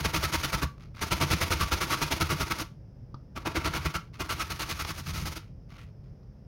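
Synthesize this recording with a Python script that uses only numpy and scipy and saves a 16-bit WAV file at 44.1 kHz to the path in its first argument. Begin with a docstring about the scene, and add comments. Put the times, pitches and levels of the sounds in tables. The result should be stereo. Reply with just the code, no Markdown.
"""A small kitchen, close to a two-port microphone: raw beetroot is rubbed quickly over a steel box grater
on a wooden board, in four bursts. The teeth tear the flesh in dense little bites that ring the steel
walls and the hollow box and thump the board; juice squelches in the holes. Loose shreds rustle and the
rim scrapes as the grater is lifted. The room echoes briefly and rumbles faintly behind."""
import sys
import numpy as np
from scipy import signal
from scipy.fft import rfft, irfft
from scipy.io import wavfile

SR = 44100
rng = np.random.default_rng(int(sys.argv[2]) if len(sys.argv) > 2 else 0)


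def unload_wav(signal):
    """Save mono or channel-first audio to the path in sys.argv[1] as 16-bit WAV at rate SR, clipped to [-1, 1]."""
    wavfile.write(
        sys.argv[1],
        SR,
        np.round(np.clip(np.atleast_2d(signal).T, -1, 1) * 32767).astype(np.int16),
    )


N = 285321
TIME_S = np.arange(N) / SR
RING_S = np.arange(16384) / SR
SCATTER_DB = 4  # sheet scatter re direct click

# steel walls, damped by hand and pulp: f/Hz, width/Hz, level/dB, left minus right/dB, left lead/rad
WALL_MODES = [(1137, 63, 2.5, 8, 2), (1286, 49, -1, 9, .5), (1345, 17, -5.5, 8.5, 1.66),
              (1537, 11, -34.5, 13.5, 3.6), (1977, 200, -8, 17, 0.28), (2080, 91, -11.5, 7, 2.4),
              (2440, 57, -8.5, 9, 1.5), (2752, 170, -5, 1, 1.6), (4100, 150, -13, 2, 1.6)]
# dry rasp spectrum: f/Hz, level/dB
RASP_SPECTRUM = [(300, -11), (700, -3.5), (1300, 1.5), (1750, -1.5), (2300, 3), (3400, -3.5), (4500, -3),
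                 (6500, -11), (9000, -40.5)]
# wet crunch spectrum: f/Hz, level/dB
CRUNCH_SPECTRUM = [(1500, -33), (3300, -3), (5200, -1), (6500, -2), (7700, -14.5), (9800, -7.5),
                   (15500, -12)]


def grating():
    """Each cut rasps, crunches and squelches; within a burst a lighter slide back follows it."""
    # cutting strokes, about ten a second: t/s, length/s, force/dB
    strokes = [(0, 0.0097, -30.5), (0.046, 0.017, -25.5), (0.134, 0.043, -27), (0.228, 0.027, -27),
               (0.322, 0.039, -25.5), (.43, 0.026, -25.5), (0.525, 0.025, -27), (.617, 0.025, -32.5),
               (1.013, 0.027, -28.5), (1.111, 0.025, -25), (1.202, 0.039, -26), (1.304, 0.035, -25.5),
               (1.407, 0.029, -24.5), (1.504, 0.032, -25), (1.599, .039, -27.5), (1.713, .027, -25),
               (1.806, 0.039, -28.5), (1.901, 0.045, -28), (2.011, .027, -26), (2.109, 0.024, -25.5),
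               (2.201, 0.026, -27), (2.293, 0.042, -29.5), (2.397, 0.036, -30), (2.502, 0.023, -30),
               (2.583, 0.039, -32.5), (3.358, .023, -38.5), (3.454, 0.024, -30), (3.549, 0.029, -28.5),
               (3.642, 0.039, -29.5), (3.735, .045, -31), (3.849, 0.0181, -29), (3.941, 0.027, -34),
               (4.196, 0.0235, -35), (4.291, .044, -32.5), (4.395, 0.032, -31.5), (4.498, 0.027, -32),
               (4.592, .041, -31.5), (4.692, 0.035, -32), (4.787, 0.036, -33), (4.877, 0.04, -36),
               (4.973, 0.038, -41.5), (5.064, 0.049, -39), (5.135, 0.1, -40.5), (5.251, 0.032, -36),
               (5.317, 0.015, -47), (5.356, 0.0214, -39.5)]
    # how the hand bears on the grater: t/s, box re force/dB, board re force/dB
    bearing = [(.1, -5, -1), (.42, -13, -6.5), (.6, 2, 6), (1.02, -7, -2.5), (1.21, -4.5, 2), (1.31, -7, 3),
               (1.45, -4.5, -7), (1.6, -9, 2.5), (1.72, -5.5, -3.5), (2.1, -6, -6), (2.2, -3.5, 3),
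               (2.55, -5.5, -3), (3.48, 0.5, -2.5), (3.8, -7, -0.5), (4.18, 1.5, 1), (4.34, -10, -5.5),
               (4.85, -11.5, -2.5), (5.14, -11, 10.5), (5.27, -7.5, -1)]
    start_s, length_s, force_db = np.transpose(strokes)
    bearing_s, box_db, board_db = np.transpose(bearing)
    box_db = force_db + np.interp(start_s, bearing_s, box_db)
    board_db = force_db + np.interp(start_s, bearing_s, board_db)
    # the beet is turned to a dry face, which crunches less until juice soaks through
    turn_s, soak_s, dry_db = 2.81, 0.56, -22
    dryness = (start_s > turn_s - .2) * np.exp(-np.maximum(start_s - turn_s, 0) / soak_s)
    firm_db, firm_wet_db = -27.5, -34.5
    wet_db = firm_wet_db + 0.78 * (force_db - firm_db) + dry_db * dryness
    back_db = -7 + 0.34 * (wet_db - force_db)  # juice drags on the slide back
    slides = np.diff(start_s, append=np.inf) < .15

    def force(level_db, slide_db=0):
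        """Envelope of the cuts and slides back."""
        cut = pressure(start_s, length_s, level_db, rise_s=0.0054, fall_s=0.0068, arch_db=3.5)
        span_s = length_s[slides]
        back = pressure(start_s[slides] + span_s + 0.02, 0.53 * span_s + 0.012,
                        (level_db + back_db)[slides] + slide_db, rise_s=0.011, fall_s=0.01)
        return cut + back

    teeth = bites(rate_hz=2200, spread_db=1)
    wet = force(wet_db)
    walls = steel_walls(teeth * force(force_db, slide_db=-8.5), wander_db=5.5, moves_per_s=18)
    rasp = undb(-2.5) * crack(teeth * force(force_db), RASP_SPECTRUM, SCATTER_DB, t60_s=0.031)
    crunch = undb([[2.5], [.5]]) * crack(teeth * wet, CRUNCH_SPECTRUM, scatter_db=17, t60_s=0.019)
    squelch = undb(-3.5) * juice(wet, count=2200, low_hz=1780, high_hz=6700, t60_s=0.018)
    box = undb(-4) * hollow_box(teeth, force(box_db))
    return walls + rasp + crunch + squelch + box + board(start_s, length_s, board_db)


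def steel_walls(clicks, wander_db, moves_per_s):
    """The walls ring; each mode swells or fades with the place where the beet touches."""
    # how freely the walls ring under beet and hand: t/s, level/dB
    freedom = [(0, -13.5), (3.5, -11), (4.4, -6), (5.1, -16)]
    moves_s = np.arange(0, N / SR + 1, 1 / moves_per_s)
    out = 0
    for mode in WALL_MODES:
        reach_db = wander_db * np.interp(TIME_S, moves_s, rng.standard_normal(1024)[:len(moves_s)])
        out = out + ring(clicks * undb(mode[2] + reach_db), modes([mode])[:, :2048])
    return undb(np.interp(TIME_S, *np.transpose(freedom))) * out


def juice(force, count, low_hz, high_hz, t60_s):
    """Juice squelches in the holes: tiny pops, each with its own pitch, size and side."""
    out = np.zeros((2, N))
    t = RING_S[:1024]
    for place, pitch, size, side in rng.random((count, 4)):
        at = int(place * (N - len(t)))
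        hz = low_hz * (high_hz / low_hz) ** pitch
        pop = np.sin(2 * np.pi * hz * t) * np.exp(-np.log(1000) * t / t60_s)
        gain = force[at] * np.sqrt(-np.log(1 - size))
        out[:, at:at + len(t)] += gain * np.sqrt([[side], [1 - side]]) * pop
    return out


def hollow_box(teeth, force):
    """All four walls shake the air inside, so each port hears its own mix."""
    # air modes: f/Hz, width/Hz, level/dB, left minus right/dB, left lead/rad
    air_modes = [(323.5, 48.5, 0.5, 6.5, 0.8), (460, 194, -6.5, 7.5, -0.068), (650, 91, -8, -9, 0.031),
                 (919, 57, 2.5, -2, -1.85)]
    shaking = np.array([bites(rate_hz=1400, spread_db=1) for port in range(2)]) + undb(4) * teeth
    return ring(shaking * force, colour(modes(air_modes), [(1500, 0), (8000, -14)]))


def board(start_s, length_s, level_db):
    """The hand jerks as the teeth catch and again as they let go; the board shudders in between."""
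    # board on the counter: f/Hz, width/Hz, level/dB, left minus right/dB, left lead/rad
    board_modes = [(80, 22, 1, -0.097, 0), (142.3, 31, -1, -1, 0.041)]
    jerks = np.zeros(N)
    jitter_s = 0.003 * rng.standard_normal((len(start_s), 2))
    for t, span_s, gain, (catch_s, release_s) in zip(start_s, length_s, undb(level_db), jitter_s):
        jerks[int(abs(t + .008 + catch_s) * SR)] += 0.86 * gain
        jerks[int(abs(t + .85 * span_s + release_s) * SR)] -= gain
    force = pressure(start_s + 0.0024, length_s + 0.015, level_db, rise_s=0.013, fall_s=0.013)
    shudder = rng.standard_normal(N) * force
    rolloff = [(25, 1.5), (60, 2.5), (190, -3), (260, -12.5), (800, -26.5), (3000, -59.5)]
    return ring(undb(25.5) * jerks + undb(-4.5) * shudder, unit(colour(modes(board_modes), rolloff)))


def handling():
    """Snapping fibres, brushing shreds and dull knocks of the grater."""
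    # fingers and loose shreds on the steel: t/s, length/s, level/dB
    brushes = [(0.778, 0.046, -54.5), (0.947, 0.062, -45.5), (3.965, 0.018, -48), (4.133, 0.013, -49),
               (5.388, 0.022, -53.5), (5.692, 0.12, -53), (6.033, 0.038, -69.5)]
    # single fibres snapping on a tooth: t/s, level/dB
    snaps = [(1.025, -27), (1.336, -20), (2.521, -20.5), (3.476, -28.5), (3.559, -25), (3.653, -27),
             (4.849, -27)]
    # grater knocking on the board: t/s, level/dB
    knocks = [(0.78, -54), (3.143, -32), (4.85, -25.5), (5.722, -41), (6.23, -51.5)]
    # dull knock: f/Hz, level/dB
    knock_spectrum = [(150, 8.5), (450, -8.5), (1250, -0.5), (2000, -30.5), (5200, -19), (9000, -57.5)]
    force = pressure(*np.transpose(brushes), rise_s=0.004, fall_s=0.045)
    clicks = bites(rate_hz=290, spread_db=0) * force + taps(snaps)
    rasp = undb(-3.5) * crack(clicks, RASP_SPECTRUM, SCATTER_DB, t60_s=0.026)
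    crunch = undb(-17) * crack(clicks, CRUNCH_SPECTRUM, SCATTER_DB, t60_s=0.012)
    walls = undb(-11) * ring(clicks, modes(WALL_MODES))
    return rasp + crunch + walls + crack(taps(knocks), knock_spectrum, scatter_db=6.5, t60_s=0.038)


def rim_scrape():
    """The rim scrapes on lifting and stirs the wall modes from about 2 to 3 kHz."""
    # rim contact: t/s, length/s, level/dB
    scrapes = [(5.782, 0.051, -57.5)]
    force = pressure(*np.transpose(scrapes), rise_s=0.008, fall_s=0.015)
    stirred = [mode for mode in WALL_MODES if 1900 < mode[0] < 3000]
    return ring(bites(rate_hz=1800, spread_db=0.5) * force, modes(stirred))


def room_echo(near, t60_s, build_s):
    """Dense decaying reflections off the kitchen walls, unrelated at the two ports."""
    tail = unit(rng.standard_normal((2, len(RING_S))) * np.exp(-np.log(1000) * RING_S / t60_s))
    tail *= 1 - np.exp(-RING_S / build_s)
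    return ring(near, colour(tail, [(100, -16.5), (1500, 0.5), (14000, -6)]))


def room_rumble():
    """Low rumble, alike at both ports, with a faint hiss that differs between them."""
    # kitchen background: f/Hz, level/dB
    spectrum = [(25, -24.5), (49, 0), (65, -6), (130, -2.5), (300, -21.5), (550, -26.5), (1000, -39.5),
                (2600, -51), (4200, -58.5), (5200, -44.5), (7500, -69), (10000, -66)]
    mid, side = colour(rng.standard_normal((2, N)), spectrum)
    side = colour(side, [(150, -19), (2000, 3)])
    return (mid + np.array([[1], [-1]]) * side) / np.std(mid)


def bites(rate_hz, spread_db):
    """Teeth tearing cells: random clicks, many small and a few large, rms 1."""
    chance, size, sign = rng.random(N), rng.exponential(size=N), rng.choice([-1, 1], N)
    clicks = (chance < rate_hz / SR) * sign * undb(spread_db * np.minimum(size, 4))
    return clicks / np.std(clicks)


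def pressure(starts_s, lengths_s, levels_db, rise_s, fall_s, arch_db=0):
    """Contact force: builds at each start, arches by arch_db, then lets go."""
    power = np.zeros(N)
    for start_s, length_s, db in zip(starts_s, lengths_s, levels_db):
        near = slice(max(int((start_s - .05) * SR), 0), int((start_s + length_s + .1) * SR))
        t = TIME_S[near] - start_s
        shape = (.5 + .5 * np.tanh(t / rise_s)) * np.exp(-np.maximum(t - length_s, 0) / fall_s)
        arch = np.sin(np.pi * np.clip(t / length_s, 0, 1) ** 0.97) - .5
        power[near] += (undb(db + arch_db * arch) * shape) ** 2
    return np.sqrt(power)


def taps(table):
    """One impulse per (t/s, level/dB) row; level is rms over 3 ms."""
    out = np.zeros(N)
    for t, db in table:
        out[int(t * SR)] = undb(db) * np.sqrt(.003 * SR)
    return out


def crack(clicks, spectrum, scatter_db, t60_s, lag_samples=5):
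    """Each click reaches the left port first, then scatters in the perforated sheet."""
    pole = np.exp(-2 * np.log(1000) / (t60_s * SR))
    energy = signal.lfilter([1 - pole], [1, -pole], clicks ** 2 + 1e-18)
    direct = np.array([clicks, np.roll(clicks, lag_samples)])
    scatter = undb(scatter_db) * np.sqrt(energy) * rng.standard_normal((2, N))
    filter_gain = np.linalg.norm(colour(signal.unit_impulse(len(RING_S)), spectrum))
    return colour(direct + scatter, spectrum) / (filter_gain * np.hypot(1, undb(scatter_db)))


def modes(table):
    """Damped sines; each reaches the two ports with its own strength and phase."""
    side, out = np.array([[.5], [-.5]]), 0
    for hz, width_hz, db, pan_db, lead_rad in table:
        decay = np.sqrt(width_hz) * np.exp(-np.pi * width_hz * RING_S)
        out = out + undb(db + side * pan_db) * decay * np.cos(2 * np.pi * hz * RING_S + side * lead_rad)
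    return unit(out)


def colour(x, spectrum):
    """Minimum-phase filter from (f/Hz, level/dB) points; clicks keep their attack."""
    size = len(RING_S)
    hz, db = np.transpose(spectrum)
    gain = undb(np.interp(np.log(np.fft.rfftfreq(size, 1 / SR) + 1), np.log(hz), db))
    cepstrum = irfft(np.log(gain))
    cepstrum[1:size // 2] *= 2
    cepstrum[size // 2 + 1:] = 0
    response = irfft(np.exp(rfft(cepstrum)))
    return signal.oaconvolve(np.atleast_2d(x), response[None], axes=1)[:, :x.shape[-1]]


def ring(drive, response):
    """Drive convolved with a two-channel response."""
    return signal.oaconvolve(np.atleast_2d(drive), response, axes=1)[:, :N]


def unit(response):
    """Two-channel response scaled to unit noise gain."""
    return response / np.sqrt(np.sum(response ** 2) / 2)


def undb(db):
    """Decibels to gain."""
    return 10 ** (np.asarray(db) / 20)


def scene():
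    """The grater close by, its short echo and the room's rumble."""
    near = grating() + handling() + rim_scrape()
    echo = undb(-7.5) * room_echo(near, t60_s=0.24, build_s=0.0062)
    return near + echo + undb(-46.5) * room_rumble()


def record(dry):
    """Steep low-pass in the top octave."""
    cutoff_hz = 15900
    return signal.sosfilt(signal.ellip(10, .2, 80, cutoff_hz, fs=SR, output="sos"), dry)


dry = scene()
out = record(dry)
unload_wav(out)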